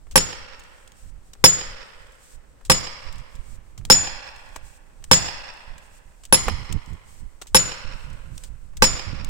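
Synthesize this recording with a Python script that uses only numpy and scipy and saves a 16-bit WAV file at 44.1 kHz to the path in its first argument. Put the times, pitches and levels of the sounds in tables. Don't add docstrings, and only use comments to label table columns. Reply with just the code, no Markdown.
import sys
import numpy as np
from scipy import signal
from scipy.fft import rfft, irfft, next_fast_len
from scipy.io import wavfile

SR = 44100
rng = np.random.default_rng(int(sys.argv[2]) if len(sys.argv) > 2 else 0)


def inscribe(sig):
    pcm = np.round(np.clip(np.atleast_2d(sig).T, -1, 1) * 32767)
    wavfile.write(sys.argv[1], SR, pcm.astype(np.int16))


N = 409688
LENGTH = 2 * SR
AGE = np.arange(LENGTH) / SR
TIME = np.arange(N) / SR


def undb(db):
    return 10 ** (np.asarray(db) / 20)


def fade(t60_s):
    return np.exp(-np.log(1000) * AGE / t60_s)


def rise(rise_s):
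    return 1 - np.exp(-AGE / rise_s)


def hump(start_s, length_s, rise_s, fall_s):
    before = np.minimum(TIME - start_s, 0)
    after = np.maximum(TIME - start_s - length_s, 0)
    return np.exp(before / rise_s - after / fall_s)


def pan(left_minus_right_db):
    return undb(np.array([[1], [-1]]) * left_minus_right_db / 2)


def add(track, start_s, sound):
    i = max(int(start_s * SR), 0)
    track[:, i:i + sound.shape[1]] += sound[:, :max(track.shape[1] - i, 0)]


def walk(knots_per_s, size):
    knots = rng.standard_normal(int(size / SR * knots_per_s) + 2)
    return np.interp(np.arange(size) / SR * knots_per_s, np.arange(len(knots)), knots)


def noise(colour, size, alike=0.):
    hz, density_db = np.transpose(colour)[:2]
    padded = next_fast_len(size)
    white = rng.standard_normal((3, padded))
    sides = np.sqrt(1 - alike) * white[:2] + np.sqrt(alike) * white[2]
    log_hz = np.log(np.fft.rfftfreq(padded, 1 / SR) + 1)
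    gain = undb(np.interp(log_hz, np.log(hz), density_db))
    return irfft(rfft(sides) * gain, padded)[:, :size] * np.sqrt(SR / 2)


def burst(colour, alike=0.):
    hz, _, t60_s = np.transpose(colour)
    spectrum = rfft(noise(colour, LENGTH, alike))
    log_hz = np.log(np.fft.rfftfreq(LENGTH, 1 / SR) + 1)
    out = 0
    for band, band_t60_s in zip(np.eye(len(hz)), t60_s):
        share = np.interp(log_hz, np.log(hz), band)
        out = out + irfft(spectrum * share) * fade(band_t60_s)
    return out


# band_hz [Hz], density_db [dB per Hz], t60_s [s]
CRACK_COLOUR = [(40, -44.5, 0.049), (150, -41.5, 0.11), (330, -42, 0.098), (700, -45.5, 0.057),
                (1500, -42, 0.046), (3320, -40, 0.05), (6400, -46, 0.057), (8000, -41.5, 0.07),
                (9900, -50, .05), (15000, -57, 0.049)]


def crack():
    return burst(CRACK_COLOUR, alike=.3) * undb(2.5 * walk(400, LENGTH))


# pitch_hz [Hz], level_db [dB], t60_s [s]
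TRUNK_MODES = [(76.5, -24, 0.14), (134.6, -22, 0.11), (170, -20.5, 0.2), (218, -16.5, 0.074),
               (420, -10.5, 0.034), (520.3, -9.5, .095), (837, -5, 0.036), (892.5, -8.5, 0.058),
               (963, -10.5, 0.059), (1125, -2.5, 0.03), (1580, -4, 0.038), (2050, -10, 0.026),
               (2540, -11.5, 0.098)]


def thud(tilt_db_per_octave, scatter=0.0017, pan_db=-4):
    out = 0
    for hz, level_db, t60_s in TRUNK_MODES:
        scattered_hz = hz * (1 + scatter * rng.standard_normal())
        wave = np.sin(2 * np.pi * (scattered_hz * AGE + rng.random()))
        tilted_db = level_db + tilt_db_per_octave * np.log2(hz / 600)
        out = out + undb(tilted_db) * fade(t60_s) * wave
    return out * pan(pan_db)


def ring(pitches_hz, modes, doppler_hz=16, wobble_hz=22, mirror=0.84, mirror_s=.007, rise_s=0.0042):
    out = np.zeros((2, LENGTH))
    for hz, (level_db, t60_s, side_db) in zip(pitches_hz, modes):
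        envelope = undb(level_db) * fade(t60_s) * rise(rise_s) * pan(side_db)
        turns = np.cumsum(hz + wobble_hz * walk(120, LENGTH)) / SR + rng.random()
        direct = np.array([np.sin(2 * np.pi * turns), np.cos(2 * np.pi * turns)])
        shift_hz = doppler_hz * rng.choice([-1, 1]) * (.5 + rng.random())
        reflected = np.sin(2 * np.pi * (turns + shift_hz * AGE + rng.random((2, 1))))
        out += envelope * direct
        add(out, mirror_s, mirror * envelope * reflected)
    return out


AXE_PITCHES = [5035, 5410, 7005, 9000, 14870]
# level_db [dB], t60_s [s], left_minus_right_db [dB]
AXE_MODES = [(-5, .08, -3.5), (-1.5, 0.11, -2.5), (-10.5, 0.34, 3), (-31, 0.24, 0.5), (-30, .11, 0)]


def axe_ring(lowest_db):
    lowest = ring(AXE_PITCHES[:1], AXE_MODES[:1])
    return undb(lowest_db) * lowest + ring(AXE_PITCHES[1:], AXE_MODES[1:])


WEDGE_PITCHES = [10346, 10280, 10420, 10350]
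# level_db [dB], t60_s [s], left_minus_right_db [dB]
WEDGE_MODES = [(0.5, 0.021, 12), (-4.5, 0.069, 4), (-9, 0.033, 3), (-37, 0.39, 4)]


def wedge_ring():
    return ring(WEDGE_PITCHES, WEDGE_MODES)


def contacts(again_ms, again_share, count=3):
    train = np.zeros((2, LENGTH))
    chatter = [(.001 + .003 * when, .09) for when in rng.random(count)]
    for start_s, size in [(0, 1), (again_ms / 1000, again_share)] + chatter:
        add(train, start_s, np.full((2, 1), size))
    return train / np.linalg.norm(train[0])


# band_hz [Hz], density_db [dB per Hz], t60_s [s]
NEAR_SCATTER = [(100, -53, 0.62), (322, -60.5, 0.73), (900, -62.5, 0.64), (2600, -59, 0.31),
                (4570, -57.5, 0.26), (6330, -61, 0.2), (8000, -62, .4), (9900, -79, 0.26),
                (15000, -92, 0.82)]
# band_hz [Hz], density_db [dB per Hz], t60_s [s]
FAR_WASH = [(150, -71.5, 0.5), (348, -81, 1.5), (516, -65, 2.4), (660, -70.5, 1.9), (900, -66, 1.91),
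            (2730, -65.5, 1.57), (3660, -69.5, 1.26), (5080, -64, 0.93), (6240, -73.5, 1),
            (8700, -75.5, .8), (11000, -100, 0.49)]
# delay_s [s], level_db [dB over the surrounding echoes]
ANSWERING_TRUNKS = [(0.055, 6.5), (0.133, 2.5), (0.174, 6), (0.229, 2), (0.314, -4.5)]


def forest(build_s=0.099, pan_db=-3, echo_width_s=0.0045):
    clumps_db = 2.4 * np.array([walk(220, LENGTH), walk(220, LENGTH)])
    for delay_s, level_db in ANSWERING_TRUNKS:
        clumps_db = clumps_db + level_db * np.exp(-((AGE - delay_s) / echo_width_s) ** 2)
    near = burst(NEAR_SCATTER) * rise(0.0083)
    far = burst(FAR_WASH) * rise(build_s)
    return (near + far) * undb(clumps_db) * pan(pan_db)


# [dB, air pushed by the swing]
AXE_BLOWS = [(0.1570, 1, -0.5, -0.5, -5.5, -4.5, -0.5, -1.5, 0.65, 0.14, -25.5),
             (1.4402, 3, 2.5, -1.5, 5.5, 2, 2.5, 0.5, 0.59, 0.21, -34),
             (2.6986, 1, 1, -1.5, -4.5, 5, -4.5, -0.5, 0.91, 0.15, -29),
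             (3.9001, 2, 2, -1.5, 5.5, 1.5, -17, 2.5, 1.2, 0.42, -31.5),
             (5.1130, 2, 0.5, -2, 0, 2, -13, 3, 1.135, 0.35, -34.5),
             (6.3250, -0.5, -2, 0, -5.5, -5.5, 7, 0, 0.968, 0.42, -33),
             (7.5463, 2, 0.5, -1, -1, -13.5, 4, 1, 0.73, 0.23, -31.5),
             (8.8220, 0, 1.5, 0, -2.5, 3.5, -10.5, 0.5, 0.85, 0.12, -23)]
BLOW_TIMES = [start_s for start_s, *_ in AXE_BLOWS]


def blows(echo_s=0.019, echo_db=-8, echo_pan_db=-9, clang_db=-14, crack_pan_db=1):
    out, sent = np.zeros((2, N)), np.zeros((2, N))
    for (start_s, crack_db, thud_db, tilt_db, axe_db, lowest_db, wedge_db,
         forest_db, again_ms, again_share, _) in AXE_BLOWS:
        cracked = undb(crack_db) * crack()
        axe = axe_ring(lowest_db)
        wedge = undb(wedge_db) * wedge_ring()
        body = cracked * pan(crack_pan_db) + undb(thud_db) * thud(tilt_db)
        body[0] = np.roll(body[0], 8)
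        add(out, start_s, body + undb(axe_db) * axe + wedge)
        add(out, start_s + echo_s, cracked[::-1] * undb(echo_db) * pan(echo_pan_db))
        first_clang = undb(clang_db) * (axe + wedge) * fade(.022)
        add(sent, start_s, undb(forest_db) * (contacts(again_ms, again_share) + first_clang))
    return out + signal.fftconvolve(sent, forest(), axes=1)[:, :N]


# band_hz [Hz], density_db [dB per Hz]
SWELL_COLOUR = [(8, -11.5), (25, -12), (60, -21), (110, -36.5), (200, -50.5), (400, -70), (1000, -100)]
# band_hz [Hz], density_db [dB per Hz]
EDDY_COLOUR = [(30, -29), (80, -19), (150, -24.5), (280, -39), (500, -52.5), (1500, -94.5)]
PUSH_EDDY_DB, PUSH_AFTER_S, PUSH_RISE_S, PUSH_FALL_S = -36, .012, 0.026, 0.035
WAKE_DB, WAKE_EDDY_DB, WAKE_AFTER_S, WAKE_RISE_S, WAKE_FALL_S = -46, -55.5, 0.22, 0.14, 0.14


def draught(push_pan_db=6, wake_pan_db=3, flutter_db=4):
    pushes = [hump(s + PUSH_AFTER_S, 0, PUSH_RISE_S, PUSH_FALL_S) for s in BLOW_TIMES]
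    push = sum(undb(push_db) * shape for shape, (*_, push_db) in zip(pushes, AXE_BLOWS))
    wake = sum(hump(s + WAKE_AFTER_S, 0, WAKE_RISE_S, WAKE_FALL_S) for s in BLOW_TIMES)
    wake = wake * undb(flutter_db * walk(12, N))
    swell = push * pan(push_pan_db) + undb(WAKE_DB) * wake * pan(wake_pan_db)
    push_eddies = undb(PUSH_EDDY_DB) * sum(pushes) ** 2
    wake_eddies = undb(WAKE_EDDY_DB) * wake ** 2 * pan(wake_pan_db)
    eddies = push_eddies + wake_eddies
    return swell * noise(SWELL_COLOUR, N, alike=.6) + eddies * noise(EDDY_COLOUR, N, alike=.13)


# start_s [s], level_db [dB], body_db [dB, low body against the top], t60_s [s]
LOUDER_CLICKS = [(0.111, -3, -7, 0.078), (0.594, -1.5, -14, 0.034), (0.876, -3.5, -21, 0.018),
                 (1.333, 0, -7.5, 0.028), (2.65, -1, -16, 0.081), (3.125, -1, -20, 0.027),
                 (3.182, -1, -22, 0.021), (3.353, -3.5, -22, 0.015), (3.777, -2, -4.5, 0.053),
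                 (3.851, 10, -6, 0.024), (4.361, -6, -18, 0.028), (4.559, 4.5, 8, 0.036),
                 (5.040, 7, -9.5, 0.024), (5.780, -3.5, -19, 0.026), (6.235, -5, -9, 0.06),
                 (6.252, 2, -24, 0.04), (6.482, 10.5, 20, 0.03), (6.725, 13, -15, 0.022),
                 (7.415, 6.5, 1.5, 0.05), (7.469, -3.5, -21, 0.082), (8.378, 0, -24.5, 0.026),
                 (8.436, 2, -8, 0.059), (8.769, 4.5, -17, 0.034), (9.246, 9.5, -16, 0.015)]
# band_hz [Hz], density_db [dB per Hz]
CLICK_TOP_COLOUR = [(500, -105), (1800, -85), (3000, -77), (5000, -79.5), (8000, -73.5), (10500, -89),
                    (15000, -89)]
# band_hz [Hz], density_db [dB per Hz]
CLICK_BODY_COLOUR = [(150, -94.5), (450, -75), (1200, -75), (2500, -84), (6000, -105)]
KNOCK_LEAD_S, KNOCK_DB, KNOCK_BODY_DB, KNOCK_T60_S = 0.089, -24, 16, 0.043
SHIFT_AFTER_S, SHIFT_LENGTH_S = .42, 0.4


def clicks(rough_db=3, tail_db=-32, tail_t60_s=.25, leaf_db=-14, leaf_spread_db=8,
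           leaf_body_db=-20, leaf_t60_s=0.021, leaves_per_blow=3):
    out, size = np.zeros((2, N)), LENGTH // 4
    knocks = [(s - KNOCK_LEAD_S, KNOCK_DB, KNOCK_BODY_DB, KNOCK_T60_S) for s in BLOW_TIMES]
    leaves = []
    for blow_s in BLOW_TIMES:
        for when, strength in rng.random((leaves_per_blow, 2)):
            leaf_s = blow_s + SHIFT_AFTER_S + when * SHIFT_LENGTH_S
            leaves.append((leaf_s, leaf_db + leaf_spread_db * strength, leaf_body_db, leaf_t60_s))
    for start_s, level_db, body_db, t60_s in LOUDER_CLICKS + knocks + leaves:
        top = noise(CLICK_TOP_COLOUR, size, alike=0.28)
        body = undb(body_db) * noise(CLICK_BODY_COLOUR, size, alike=0.61)
        envelope = (fade(t60_s) + undb(tail_db) * fade(tail_t60_s)) * rise(.0007)
        ragged = undb(level_db + rough_db * walk(400, size))
        add(out, start_s, (top + body) * envelope[:size] * ragged)
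    return out


# [dB, before flutter]
PORT_GUSTS = [(1.025, .16, -37, -50.5), (2.323, .07, -43, -63), (3.056, 0.16, -33, -40),
              (3.352, 0.045, -33, -40), (3.487, .06, -36.5, -42), (3.781, .1, -37, -37),
              (4.576, 0.08, -36.5, -53), (5.676, 0.12, -40.5, -45.5), (6.467, 0.078, -25, -23),
              (6.58, 0.058, -31, -31), (6.699, 0.062, -27, -20), (6.876, 0.065, -35, -29.5),
              (7.199, 0.067, -34.5, -46), (7.843, 0.12, -32, -36.5), (8.041, 0.11, -35, -37),
              (8.251, 0.12, -33.5, -37), (8.485, 0.073, -34, -47), (9.07, 0.14, -33, -29)]
# time_s [s], swell_db [dB]
BREEZE_LEVEL = [(0.0, -47.5), (2.27, -57), (3.13, -47.5), (6.13, -51), (6.54, -38.5), (7.09, -49),
                (9.06, -36.5), (9.29, -36)]
GUST_RISE_S, GUST_FALL_S = 0.0085, 0.028
BREEZE_DB, BREEZE_EDDY_DB = 1, -57
EDDY_GROWTH = 1.5
LEE_SWELL_DB, LEE_EDDY_DB, LEE_LEAK_DB = -60, -72.5, -26


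def wind(flutter_db=3, waver_db=4):
    breeze_db = np.interp(TIME, *np.transpose(BREEZE_LEVEL)) + BREEZE_DB + waver_db * walk(12, N)
    swell = undb(breeze_db)
    eddies = undb(BREEZE_EDDY_DB + EDDY_GROWTH * (breeze_db + 45))
    for start_s, length_s, swell_db, eddies_db in PORT_GUSTS:
        gust = hump(start_s, length_s, GUST_RISE_S, GUST_FALL_S)
        swell = np.maximum(swell, undb(swell_db) * gust)
        eddies = np.maximum(eddies, undb(eddies_db) * gust ** 2)
    swell = np.array([undb(LEE_SWELL_DB) + undb(LEE_LEAK_DB) * swell, swell])
    eddies = np.array([undb(LEE_EDDY_DB) + undb(LEE_LEAK_DB) * eddies, eddies])
    eddies = eddies * undb(flutter_db * walk(30, N))
    return swell * noise(SWELL_COLOUR, N, alike=.4) + eddies * noise(EDDY_COLOUR, N, alike=.13)


# [dB, gain on the hiss]
SLEEVE_RUBS = [(.9, 0.362, -7.5), (0.461, .12, 2)]
# band_hz [Hz], density_db [dB per Hz]
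HISS_COLOUR = [(1000, -110), (4000, -102), (6500, -98.5), (8300, -91.5), (10000, -106), (12000, -106),
               (15000, -109)]
RUB_RISE_S, RUB_FALL_S = .04, 0.0091


def sleeves(rest_db=-11, rough_db=2.5):
    rub = 0
    for blow_s in BLOW_TIMES:
        for lead_s, length_s, level_db in SLEEVE_RUBS:
            rub = rub + undb(level_db) * hump(blow_s - lead_s, length_s, RUB_RISE_S, RUB_FALL_S)
    return noise(HISS_COLOUR, N) * np.hypot(undb(rest_db), rub) * undb(rough_db * walk(18, N))


# band_hz [Hz], density_db [dB per Hz]
AIR_COLOUR = [(50, -84), (200, -87.5), (500, -93.5), (1500, -100), (3500, -110), (8000, -111),
              (11000, -119), (16000, -120)]


def air():
    return noise(AIR_COLOUR, N, alike=0.14) * undb(1.2 * walk(10, N))


def scene():
    return blows() + draught() + clicks() + wind() + sleeves() + air()


def record(dry, ceiling=0.78, top_hz=15850):
    fine = signal.resample_poly(dry, 2, 1, axis=1)
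    saturated = ceiling * np.tanh(fine / ceiling)
    clipped = signal.resample_poly(saturated, 1, 2, axis=1)
    lowpass = signal.ellip(8, .2, 70, top_hz, fs=SR, output="sos")
    return signal.sosfilt(lowpass, clipped)


dry = scene()
out = record(dry)
inscribe(out)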